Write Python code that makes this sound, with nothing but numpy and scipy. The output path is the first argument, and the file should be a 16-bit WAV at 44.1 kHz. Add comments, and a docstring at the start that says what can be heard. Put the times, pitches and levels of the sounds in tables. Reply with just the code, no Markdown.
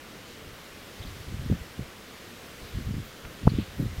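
"""A stand of reeds in light wind, heard from among the stems: a wide hiss of shaped noise.
Now and then stems swish softly, as short swells of grainy noise in one band.
Gusts buffet the microphone in low, lumpy noise that brightens as they grow; strong eddies pop as single swings.
Near the end the camera is jogged: one dull thump, a single low push, with a short knock of dead bursts."""
import sys
import numpy as np
from scipy import signal
from scipy.fft import rfft, irfft
from scipy.io import wavfile
from scipy.ndimage import uniform_filter1d

SR = 44100
rng = np.random.default_rng(int(sys.argv[2]) if len(sys.argv) > 2 else 0)


def transcribe(signal):
    """Save signal, clipped to [-1, 1], as a 16-bit WAV file at the path in sys.argv[1]."""
    frames = np.atleast_2d(signal).T
    limited = np.clip(frames, -1, 1)
    pcm = np.round(limited * 32767).astype(np.int16)
    wavfile.write(sys.argv[1], SR, pcm)


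N = 176400
TIME = np.arange(N) / SR  # seconds


def amp(db):
    """Decibels to gain."""
    return 10 ** (np.asarray(db) / 20)


def unit(x):
    """Scales to an rms of one."""
    return x / np.sqrt(np.mean(x ** 2) + 1e-20)


def bell(x):
    """Smooth hump of height one; x counts standard deviations."""
    return np.exp(-x ** 2 / 2)


def read_spectrum(points, hz):
    """Reads a spectrum table on a log-frequency axis, in dB."""
    point_hz, point_db = np.transpose(points)
    return np.interp(np.log(hz + 1), np.log(point_hz + 1), point_db)


def read_curve(points, seconds, **outside):
    """Reads a level curve at the given times, in dB."""
    return np.interp(seconds, *np.transpose(points), **outside)


def white():
    """White noise, the raw material of wind and friction."""
    return rng.standard_normal(N)


# Shape of the steady wind in the reeds: frequency_hz, relative_level_db (per Hz)
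HISS_SPECTRUM = [(12, -40), (25, -13), (45, -1), (68, 0), (110, -4.5), (190, -1), (290, -2.5), (380, -4),
                 (480, -2.5), (640, -8), (740, -9.5), (880, -11.5), (1200, -8.5), (1700, -9.5),
                 (2150, -9.5), (2550, -12), (3100, -11.5), (4500, -15.5), (7100, -20.5), (8200, -23),
                 (11000, -24.5), (14300, -24), (16000, -29)]
# Drift of the hiss treble: time_s, level_change_db
TREBLE_DRIFT = [(0, -1.2), (.3, -1), (.8, -0.1), (1.2, 1.3), (1.9, -0.9), (2.6, 1.4), (2.9, 0.4),
                (3.6, -0.3), (4, 1)]
HISS_DB, TREBLE_HZ = -45.5, 2500  # rms of the whole hiss; middle of the treble slope
PATCH_DB, SWELL_DB = 0.73, 0.1  # rms depths


def reeds():
    """Countless stems add up to a wide hiss, with faint drifting patches and a slow swell."""
    hz, frame_s, noise = signal.stft(white(), SR, nperseg=1024, noverlap=768)
    patches = uniform_filter1d(rng.standard_normal(noise.shape), size=14, axis=0)  # across frequency
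    patches = unit(uniform_filter1d(patches, size=16, axis=1))  # across time
    swell = unit(uniform_filter1d(rng.standard_normal(len(frame_s)), size=30))
    treble_share = hz ** 2 / (hz ** 2 + TREBLE_HZ ** 2)
    treble = np.outer(treble_share, read_curve(TREBLE_DRIFT, frame_s))
    level = read_spectrum(HISS_SPECTRUM, hz)[:, None] + PATCH_DB * patches + SWELL_DB * swell + treble
    hiss = signal.istft(noise * amp(level), nperseg=1024, noverlap=768)[1][:N]
    return amp(HISS_DB) * unit(hiss)


# Stems brushing past each other: middle_s, half_length_s, level_db, centre_hz, width_octaves
STEM_SWISHES = [(0.305, .04, -54.5, 3800, 0.7), (1.002, 0.0064, -51, 4570, .1),
                (1.032, 0.011, -48, 3400, .15), (1.071, .007, -54, 4260, .14),
                (2.66, 0.054, -57.5, 4360, 0.22), (2.63, .06, -65, 12500, .25),
                (3.06, .015, -57, 14000, .25), (3.253, .003, -41.5, 1590, 0.59),
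                (3.5, .008, -47, 4200, 0.15), (3.59, .05, -48.5, 3000, 0.43), (3.81, .035, -59, 13500, .3)]
SWISH_GRAIN = 0.28  # unevenness of the friction, as rms of the log gain


def swishes():
    """Stems rub past each other: each swish is a soft swell of fine friction grains in one band."""
    hz = np.fft.rfftfreq(N, 1 / SR) + 1  # +1 keeps the logarithm finite
    out = np.zeros(N)
    for middle, half_length, level_db, centre_hz, width in STEM_SWISHES:
        roughness = unit(uniform_filter1d(white(), size=60))
        grains = white() * np.exp(SWISH_GRAIN * roughness)
        band_shape = bell(np.log2(hz / centre_hz) / width)
        rub = unit(irfft(rfft(grains) * band_shape, N))
        out += amp(level_db) * bell((TIME - middle) / half_length) * rub
    return out


# Gusts on the microphone, one curve each: time_s, gust_db (before ceiling, flutter and trim)
GUST_CURVES = [
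    [(0.42, -51), (0.456, -52), (0.476, -43), (0.51, -53), (0.54, -50)],
    [(0.98, -61), (0.99, -59), (1.006, -34.5), (1.036, -56), (1.058, -38.5), (1.184, -48), (1.212, -41),
     (1.24, -65), (1.25, -51)],
    [(1.25, -65), (1.274, -37), (1.484, -37), (1.502, -35), (1.526, -21), (1.586, -48.5), (1.62, -37.5),
     (1.658, -69), (1.68, -52)],
    [(1.76, -54), (1.77, -59), (1.782, -43), (1.798, -33), (1.828, -35), (1.85, -60), (1.86, -43)],
    [(2.6, -59), (2.628, -40), (2.696, -65), (2.758, -32), (2.812, -27), (2.836, -44), (2.874, -27.5),
     (2.99, -32.5), (3.1, -57)],
    [(3.22, -65), (3.24, -44), (3.262, -40), (3.306, -49), (3.324, -54), (3.33, -55)],
    [(3.74, -48), (3.764, -54), (3.798, -14.5), (3.828, -15.5), (3.904, -38.5), (3.934, -37), (3.956, -52),
     (3.978, -38), (4.0, -35.5)],
]
# The gust around the jog of the camera: time_s, gust_db (likewise)
JOG_GUST_CURVE = [(3.41, -50), (3.432, -33), (3.46, -25), (3.505, -27), (3.56, -33), (3.6, -11.5),
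                  (3.63, -39), (3.66, -53), (3.74, -45)]
# Shape of the buffeting for a gust at REFERENCE_DB: frequency_hz, relative_level_db (per Hz)
BUFFET_SPECTRUM = [(10, -33), (30, -9), (70, 0), (120, 1), (225, -10), (380, -22.5), (550, -32.5),
                   (800, -50), (1500, -87)]
REFERENCE_DB, BUFFET_TRIM_DB = -27.5, -2
BRIGHTEN, PIVOT_HZ = 0.35, 136  # dB per gust dB per octave away from the pivot
CEILING_DB, CEILING_SLOPE = -35, 0.46  # above the ceiling the rumble grows by only this share
FLUTTER_DB, FLUTTER_HZ = 2.5, 35  # greatest swing; spread of the flutter rates
STEADINESS = 0.89  # share of the noise's own level wander that is evened out


def buffeting():
    """Fluttering turbulence at the microphone: stronger gusts are brighter, with growth eased above a ceiling."""
    curves = list(GUST_CURVES) + [JOG_GUST_CURVE]
    gust = np.max([read_curve(curve, TIME, left=-90, right=-90) for curve in curves], axis=0)
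    hz = np.fft.rfftfreq(N, 1 / SR)
    flutter = unit(irfft(rfft(white()) * bell(hz / FLUTTER_HZ), N))
    eased = gust - (1 - CEILING_SLOPE) * np.maximum(gust - CEILING_DB, 0)
    level = eased + FLUTTER_DB * np.tanh(flutter)

    eddies = irfft(rfft(white()) * amp(read_spectrum(BUFFET_SPECTRUM, hz)), N)
    power = signal.fftconvolve(eddies ** 2, np.hanning(1324), "same")  # 30 ms window
    spectrum = rfft(unit(eddies / np.abs(power) ** (STEADINESS / 2)))

    octave = np.clip(np.log2((hz + 1) / PIVOT_HZ), -2, 3)
    excess = np.maximum(gust - REFERENCE_DB, -10)
    out = np.zeros(N)
    for k in range(-2, 4):  # overlapping octave bands that sum to the whole
        band = irfft(spectrum * np.maximum(1 - abs(octave - k), 0), N)
        out += band * amp(level + BRIGHTEN * k * excess)
    return amp(BUFFET_TRIM_DB) * out


# Single eddies patting the microphone: middle_s, level_db (peaks come out about 1 dB lower), swing_hz
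EDDY_POPS = [(1.055, -34, 159), (1.168, -39, 159), (1.21, -36, 85), (1.279, -33, 130), (1.326, -31, 170),
             (1.344, -27, 135), (1.399, -25.5, 89), (1.464, -27, 169), (1.5012, -17, 230),
             (1.504, -22, 109), (1.517, -13, 115), (1.5245, -23.5, 370), (1.5258, -15.5, 139),
             (1.536, -21, 120), (1.553, -33, 150), (1.794, -24, 192), (2.754, -26.5, 65), (2.775, -27, 85),
             (2.7866, -29.5, 199), (2.809, -26.5, 150), (2.873, -24.5, 70), (2.891, -22.5, 147),
             (2.911, -22, 120), (2.943, -25, 119), (2.969, -26.5, 150), (2.983, -26, 160),
             (3.003, -31.5, 190), (3.433, -25.5, 149), (3.458, -19.5, 90), (3.4857, -22, 91),
             (3.5215, -21, 159), (3.5385, -25, 220), (3.553, -23, 71.6), (3.5877, -13, 190),
             (3.598, -19, 170), (3.802, -17.5, 135), (3.828, -19.5, 165), (3.857, -30, 230),
             (3.866, -27.5, 121), (3.986, -27.5, 70)]
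POP_SPREAD = 0.25  # standard deviation of the pop's hump, in cycles


def pops():
    """Each passing eddy swings the pressure up and then down, for about one cycle."""
    out = np.zeros(N)
    for middle, level_db, swing_hz in EDDY_POPS:
        cycles = swing_hz * (TIME - middle)
        swing = np.sin(2 * np.pi * cycles) * bell(cycles / POP_SPREAD)
        out -= amp(level_db) * swing / bell(1 / 4 / POP_SPREAD) ** 0.5
    return out


# Knocks of the camera body: middle_s, peak_db, centre_hz, half_length_s
BODY_KNOCKS = [(3.472, -18, 746, 0.0011), (3.4778, -14, 1000, 0.00048), (3.4766, -13, 440, 0.0014)]
THUMP_S, THUMP_DB, THUMP_HZ = 3.475, -5, 123  # middle, peak and centre of the low push


def handling():
    """The camera is jogged: a low push swings down and up, and the body gives dead knocks that do not ring."""
    u = 2 * np.pi * THUMP_HZ * (TIME - THUMP_S)
    out = amp(THUMP_DB) * u * bell(u) * np.exp(0.5)  # exp(0.5) brings the peak to THUMP_DB
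    for middle, peak_db, centre_hz, half_length in BODY_KNOCKS:
        t = TIME - middle
        out += amp(peak_db) * bell(t / half_length) * np.cos(2 * np.pi * centre_hz * t)
    return out


def scene():
    """Reeds all around; wind and handling right at the microphone, in one channel."""
    return (reeds() + swishes() + buffeting() + pops() + handling())[None]


def record(dry):
    """The recorder's band limit: a steep low-pass at 15.9 kHz."""
    lowpass = signal.firwin(801, 15900, window=("kaiser", 9), fs=SR)
    return signal.oaconvolve(dry, lowpass[None], "same")


dry = scene()
out = record(dry)
transcribe(out)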